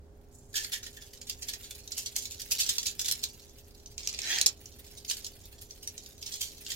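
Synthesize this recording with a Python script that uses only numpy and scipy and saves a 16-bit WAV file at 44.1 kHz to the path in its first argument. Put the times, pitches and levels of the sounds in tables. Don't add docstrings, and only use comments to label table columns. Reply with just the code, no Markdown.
import sys
import numpy as np
from scipy import signal
from scipy.fft import rfft, irfft
from scipy.io import wavfile
from scipy.ndimage import uniform_filter1d

SR = 44100
rng = np.random.default_rng(int(sys.argv[2]) if len(sys.argv) > 2 else 0)


def unload_wav(signal):
    wavfile.write(
        sys.argv[1],
        SR,
        np.round(np.clip(np.atleast_2d(signal).T, -1, 1) * 32767).astype(np.int16),
    )


N = 297675
TIME = np.arange(N) / SR


def amp(db):
    return 10 ** (np.asarray(db) / 20)


def unit(x):
    return x / np.sqrt(np.mean(x ** 2) + 1e-20)


def curve(points, hz):
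    freqs, values = np.transpose(points)
    return np.interp(np.log(hz + 1), np.log(freqs + 1), values)


def humps(rings, hz):
    return sum(height / (1 + (2 * (hz - pitch) / width) ** 2) for pitch, width, height in rings)


def held(start_s, stop_s, edge_s):
    return np.clip(np.minimum(TIME - start_s, stop_s - TIME) / edge_s, 0, 1)


def add(mix, start_s, sound):
    part = mix[:, max(round(start_s * SR), 0):][:, :sound.shape[1]]
    part += sound[:, :part.shape[1]]


# pitch_hz, width_hz, share_of_body
JAR_AIR = [(1430, 170, 0.96), (1750, 430, 1.97), (2280, 290, 0.33), (3360, 570, 0.78)]

def impact(colour, rings, body_db, fizz_db, patchy_db, size=2048):
    hz = np.fft.rfftfreq(size, 1 / SR)
    db = curve(colour, hz) + humps(rings, hz) + body_db * humps(JAR_AIR, hz)
    db += fizz_db * curve([(7000, 0.33), (10500, 0.67)], hz)
    db += patchy_db * unit(uniform_filter1d(rng.standard_normal(len(hz)), size=32))
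    log_gain = np.log(amp(np.r_[db, db[-2:0:-1]]))
    minimum_phase = np.exp(np.conj(signal.hilbert(log_gain)))
    return np.fft.ifft(minimum_phase).real[:size // 2]


def random_hits(count, per_s, spread_db):
    strength = amp(spread_db * np.minimum(rng.exponential(1, count), 4))
    return strength * rng.choice([-1., 1.], count) * (rng.random(count) < per_s / SR)


def at_microphone(pulse, echo_db=-1.5, size=512):
    t = np.arange(size) / SR
    echoes = rng.standard_normal((2, size)) * np.exp(-t / 0.0034) * (t > .0006)
    paths = amp(echo_db) * echoes / np.linalg.norm(echoes, axis=1, keepdims=True)
    lag_s = .00013 + .00012 * rng.standard_normal()
    paths[0, round(np.clip(lag_s, 0, t[-1]) * SR)] += 1
    paths[1, round(np.clip(-lag_s, 0, t[-1]) * SR)] += 1
    heard = signal.fftconvolve(pulse[None], paths, axes=1) * amp([[-1.5], [1.5]])
    return heard / np.linalg.norm(heard)


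def add_burst(mix, peak_s, level_db, fall_s, pulse, snap_s, per_s, spread_db=2, echo_db=-2.5):
    rise_s = .0006 + .13 * fall_s
    t = np.arange(-int(2 * rise_s * SR), int(5 * fall_s * SR)) / SR
    swell = np.exp(np.minimum(2 * t / rise_s, -t / fall_s))
    density = per_s * (1 + .015 / fall_s * swell)
    crowd = swell * random_hits(len(t), density, spread_db)
    crowd /= np.linalg.norm(crowd) + 1e-12
    snap_share = np.exp(-fall_s / snap_s)
    hits = np.sqrt(1 - snap_share) * crowd + np.sqrt(snap_share) * (t == 0)
    sound = signal.fftconvolve(hits[None], at_microphone(pulse, echo_db), axes=1)
    add(mix, peak_s - rise_s, amp(level_db) * np.linalg.norm(swell) * sound / np.linalg.norm(sound))


def stream(colour, rings, per_s, spread_db, spurt_db, patchy_db, span_s=(0, np.inf), size=1024):
    active = (TIME >= span_s[0]) & (TIME <= span_s[1])
    spurts = unit(uniform_filter1d(uniform_filter1d(rng.standard_normal(N), size=700), size=200))
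    hits = active * random_hits(N, per_s, spread_db) * amp(spurt_db * np.clip(spurts, -2, 2))
    out = np.zeros((2, N))
    for start in range(0, N, size):
        if active[start:start + size].any():
            spot = at_microphone(impact(colour, rings, 0, 0, patchy_db))
            add(out, start / SR, signal.fftconvolve(hits[None, start:start + size], spot, axes=1))
    return unit(out) * np.sqrt(active.mean())


# freq_hz, gain_db
ROOM_COLOUR = [(20, -9), (38, -1), (52, -4), (75, 1), (115, -8), (170, -15), (250, -14), (450, -18),
               (780, -23), (1100, -32), (1600, -34), (2500, -42), (7000, -42.5), (9500, -47), (16000, -50)]
# freq_hz, correlation
ROOM_LIKENESS = [(60, 1), (130, 0.75), (300, 0.76), (640, 0.52), (1400, 0), (3000, 0)]
# pitch_hz, level_db
HUM_TONES = [(242.2, -72.5), (409.1, -65.5), (543.7, -76.5)]

def kitchen_hum(room_db=-55):
    hz = np.fft.rfftfreq(N, 1 / SR)
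    left, other = rfft(rng.standard_normal((2, N)))
    likeness = np.clip(curve(ROOM_LIKENESS, hz), -1, 1)
    right = likeness * left + np.sqrt(1 - likeness ** 2) * other
    air = unit(irfft(np.array([left, right]) * amp(curve(ROOM_COLOUR, hz)), N))
    hum = np.zeros(N)
    for pitch_hz, level_db in HUM_TONES:
        waver_hz = 1.46 * unit(uniform_filter1d(rng.standard_normal(N), size=6000))
        hum += amp(level_db) * np.sqrt(2) * np.sin(2 * np.pi * np.cumsum(pitch_hz + waver_hz) / SR)
    return (amp(room_db) * air + hum) * amp([[-1.1], [1.1]])


# freq_hz, gain_db
DUST_COLOUR = [(2500, -35), (5500, -10), (7000, 2.5), (9000, -7), (16000, -15)]

def dust_hiss(span_s=(0.312, 0.56)):
    hiss = stream(DUST_COLOUR, (), per_s=5700, spread_db=2.5, spurt_db=4.5, patchy_db=0.5, span_s=span_s)
    return amp(-62.5) * held(*span_s, edge_s=0.0056) * hiss


# peak_s, relative_db, fall_s, dust_fizz_db
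SHAKES = [(0.5397, -36.5, .012, 0), (0.5514, -28, .035, 0), (0.5634, -29, 0.017, 4),
          (0.645, -29.5, 0.0059, -11), (0.718, -33.5, 0.015, 8), (0.7304, -28.5, 0.019, 7),
          (0.827, -40.5, 0.021, -10), (0.862, -37.5, 0.0095, -1), (0.969, -43, 0.0079, -9),
          (1.019, -46.5, 0.012, -1), (1.131, -46, .018, 9), (1.2135, -38, .007, -14),
          (1.266, -44.5, .025, 3), (1.2952, -26.5, .0064, 3), (1.4195, -36, 0.016, 2),
          (1.4838, -29, .012, 10), (1.534, -33, 0.0093, -18), (1.639, -43.5, 0.026, -6),
          (1.707, -35.5, 0.0085, 11), (1.918, -30, 0.0081, -13), (1.9732, -30.5, 0.025, 10),
          (2.0583, -30.5, .013, -9), (2.161, -21.5, .005, 11), (2.178, -32.5, 0.018, 5),
          (2.22, -37, 0.013, 6), (2.253, -32.5, 0.0088, 3), (2.3064, -38, 0.022, -2),
          (2.395, -37, 0.016, 0), (2.4153, -34, 0.0088, 1), (2.5099, -29, 0.011, 20),
          (2.5172, -20.5, 0.0098, 11), (2.6003, -20, .011, 0), (2.63, -30, .014, -8),
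          (2.66, -31.5, .018, -16), (2.6885, -21, 0.013, -6), (2.829, -30, 0.0045, -3),
          (2.863, -27, .022, -2), (2.992, -25, .0076, -2), (3.013, -27, 0.0067, 7), (3.044, -31, 0.021, 4),
          (3.058, -27.5, 0.0045, -4), (3.0809, -25, 0.013, 8), (3.111, -21.5, 0.0067, 12),
          (3.1219, -20, 0.0026, 14.5), (3.2377, -21, 0.004, 4), (5.096, -27.5, 0.014, -1),
          (5.11, -24, 0.0058, -10), (5.167, -36, 0.0071, 2), (5.2439, -33, 0.0082, -8),
          (5.2644, -32, 0.0056, -2), (5.4547, -43.5, 0.0049, 33), (5.61, -45, 0.025, 24),
          (5.8261, -41, 0.012, 15), (6.225, -34.5, 0.007, -9), (6.2606, -35, 0.016, -6),
          (6.317, -37, 0.042, -7), (6.4057, -29.5, 0.032, 5), (6.662, -36.5, 0.013, -12),
          (6.6976, -34, 0.02, -7), (6.7173, -28.5, 0.0055, -10)]
# freq_hz, gain_db
STRIKE_COLOUR = [(200, -29), (600, -28), (880, -21.5), (1150, -27.5), (1900, -17), (2600, -9), (4000, -1),
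                 (5500, 0.5), (6900, 0), (8200, -6), (9700, -12.5), (11500, -7.5), (16000, -15)]
# pitch_hz, width_hz, height_db
JAR_RINGS = [(2060, 83, -1.5), (3930, 160, -2.5), (6990, 250, 4), (8520, 150, 4), (9020, 47, 9.5)]
MOUTH_RING = [(3250, 750, 6.8)]
# time_s, body_db
HOLLOWNESS = [(0.54, 9), (0.6, 12), (0.85, 7.5), (0.98, 18.5), (1.15, 1), (1.6, 7.5), (2.15, -3), (2.7, 2),
              (5.2, 0), (6.3, -3), (6.72, 5)]

def jar_shakes(turn_s=6.15):
    out = np.zeros((2, N))
    for peak_s, level_db, fall_s, fizz_db in SHAKES:
        body_db = np.interp(peak_s, *np.transpose(HOLLOWNESS))
        rings = JAR_RINGS + MOUTH_RING if peak_s > turn_s else JAR_RINGS
        pulse = impact(STRIKE_COLOUR, rings, body_db, fizz_db, patchy_db=1.7)
        add_burst(out, peak_s, level_db, fall_s, pulse, snap_s=0.0021, per_s=1500)
    return amp(3.5) * out


# time_s, relative_db
POUR = [(0, -89), (0.28, -76.5), (0.53, -77), (0.6, -57), (1.1, -60.5), (2.4, -55), (2.68, -47),
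        (2.95, -58.5), (3.3, -60), (3.55, -61.5), (3.76, -65), (4.6, -59), (5.2, -58), (5.45, -62),
        (6.1, -59), (6.75, -55)]

def grain_flow(pour_db, stirred_db, delay_s, lead_s=0.0045, settle_s=0.034):
    kicks = np.zeros(N)
    for peak_s, level_db, fall_s, _ in SHAKES:
        kicks[min(round((peak_s + delay_s) * SR), N - 1)] += amp(level_db) ** 2 * fall_s / 2
    after = signal.lfilter([1 / settle_s], [1, -np.exp(-1 / (settle_s * SR))], kicks)
    before = signal.lfilter([1 / lead_s], [1, -np.exp(-1 / (lead_s * SR))], kicks[::-1])[::-1]
    pour = amp(np.interp(TIME, *np.transpose(POUR)) + pour_db)
    return np.sqrt(pour ** 2 + amp(stirred_db) ** 2 * (after + 0.53 * before))


def jar_slide():
    sliding = stream(STRIKE_COLOUR, JAR_RINGS, per_s=900, spread_db=3, spurt_db=4.5, patchy_db=3)
    return amp(2.5) * grain_flow(pour_db=0, stirred_db=-13, delay_s=0) * sliding


# freq_hz, gain_db
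PATTER_COLOUR = [(500, -44), (1500, -4.5), (3000, 1), (6500, -7.5), (9500, -0.5), (12000, 2), (16000, 0)]

def grain_patter():
    landing = stream(PATTER_COLOUR, (), per_s=1200, spread_db=3, spurt_db=6.5, patchy_db=0.5)
    return amp(3) * grain_flow(pour_db=-1.5, stirred_db=-25, delay_s=0.01) * landing


# peak_s, relative_db
TICKS = [(1.8754, -30.5), (2.7819, -14.5), (3.859, -33.5), (4.6565, -33), (5.0477, -32), (5.7069, -31.5),
         (5.874, -22.5), (5.9783, -28.5), (6.0604, -34.5), (6.339, -26)]
# pitch_hz, width_hz, height_db
TICK_RING = [(5800, 710, 10)]

def coarse_ticks():
    out = np.zeros((2, N))
    for peak_s, level_db in TICKS:
        pulse = impact(STRIKE_COLOUR, TICK_RING, body_db=-0.5, fizz_db=-2, patchy_db=2.4)
        add_burst(out, peak_s, level_db, fall_s=0.0035, pulse=pulse, snap_s=0.0022, per_s=2000)
    return amp(-1) * out


# peak_s, relative_db, pitch_hz, fall_s
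FOIL_SNAPS = [(3.979, -24.5, 5730, 0.0032), (4.032, -33, 5330, 0.0026), (4.0733, -16, 5400, 0.003),
              (4.146, -26, 4900, 0.003), (4.1889, -21, 3300, 0.0031), (4.2173, -23, 5630, 0.0026),
              (4.3595, -21, 3430, 0.0027), (4.3852, -17.5, 5070, 0.003), (4.4128, -9, 4200, 0.003),
              (4.4609, -6.5, 5130, 0.003), (4.4654, -7.5, 7240, 0.003)]
# freq_hz, gain_db
FOIL_COLOUR = [(200, -25), (400, -14.5), (800, -18.5), (1500, -19), (2500, -3.5), (4300, 0.5), (7000, 1.5),
               (9700, -14.5), (12000, -14.5), (16000, -19)]

def foil_crackle(grip_s=(3.975, 4.5)):
    snaps = np.zeros((2, N))
    for peak_s, level_db, pitch_hz, fall_s in FOIL_SNAPS:
        fizz_db = 8.5 + 1.3 * (level_db + 14.5)
        ring = [(pitch_hz, 1000, 11)]  # pitch_hz, width_hz, height_db
        pulse = impact(FOIL_COLOUR, ring, body_db=-3.5, fizz_db=fizz_db, patchy_db=2.6)
        add_burst(snaps, peak_s, level_db, fall_s, pulse,
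                  snap_s=0.0046, per_s=4000, spread_db=1, echo_db=-5.5)
    rustle = stream(FOIL_COLOUR, (), per_s=1000, spread_db=2.5, spurt_db=5, patchy_db=3, span_s=grip_s)
    return amp(-1.2) * snaps + amp(-44.5) * held(*grip_s, edge_s=0.012) * rustle


# freq_hz, gain_db
SCRAPE_COLOUR = [(100, -32), (350, -8), (550, -16.5), (720, -7.5), (950, -14), (1250, -18), (1750, 2.5),
                 (2200, 0), (3500, -1.5), (6500, 2.5), (8000, -7), (9700, -15.5), (16000, -16)]
# pitch_hz, width_hz, height_db
TRAY_RINGS = [(1479, 120, 3.8), (1880, 120, 5), (3250, 230, 8.2), (4000, 150, 4.6)]

def tray_drag(pull_s=(4.17, 4.47), fastest_s=4.32, rise_db_per_s=140, fall_db_per_s=73):
    pull_db = -29 - np.maximum(rise_db_per_s * (fastest_s - TIME), fall_db_per_s * (TIME - fastest_s))
    grating = stream(SCRAPE_COLOUR, TRAY_RINGS,
                     per_s=2800, spread_db=3, spurt_db=-0.5, patchy_db=1, span_s=pull_s)
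    return held(*pull_s, edge_s=0.08) * amp(pull_db) * grating


# pitch_hz, relative_db, t60_s
KNOCK_MODES = [(353, 3.5, 0.059), (834, -2, 0.067), (1077, -2.5, 0.065)]

def tray_knock(start_s=4.464):
    t = np.maximum(TIME - start_s, 0)
    modes = [amp(db - 60 * t / t60_s) * np.sin(2 * np.pi * hz * t) for hz, db, t60_s in KNOCK_MODES]
    return amp(-48) * sum(modes)


def wall_echoes(near, delay_s=0.006, t60_s=0.21, wet_db=-8.5, per_s=4000, size=16384):
    taps = rng.choice([-1., 1.], (2, size)) * (rng.random((2, size)) < per_s / SR)
    hz, t, spectra = signal.stft(taps, SR, nperseg=128)
    band_t60_s = t60_s * curve([(1000, 1), (6000, 0.46), (16000, 0.24)], hz)[:, None]
    tail = signal.istft(spectra * amp(-60 * t / band_t60_s), SR, nperseg=128)[1]
    tail /= np.linalg.norm(tail, axis=1, keepdims=True)
    tail = np.pad(tail, ((0, 0), (int(delay_s * SR), 0)))
    return amp(wet_db) * signal.oaconvolve(near, tail, axes=1)[:, :N]


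def scene():
    seasoning = jar_shakes() + jar_slide() + dust_hiss() + grain_patter() + coarse_ticks()
    near = seasoning + foil_crackle() + tray_drag() + tray_knock()
    return near + wall_echoes(near) + kitchen_hum()


# freq_hz, gain_db
LEFT_PORT = [(600, 0), (2000, 3), (4200, 0)]

def record(dry):
    hz = np.fft.rfftfreq(N, 1 / SR)
    left = irfft(rfft(dry[0]) * amp(curve(LEFT_PORT, hz)), N)
    low_pass = signal.firwin(401, 16100, window=("kaiser", 8), fs=SR)
    return signal.oaconvolve(np.array([left, dry[1]]), low_pass[None], "same")


dry = scene()
out = record(dry)
unload_wav(out)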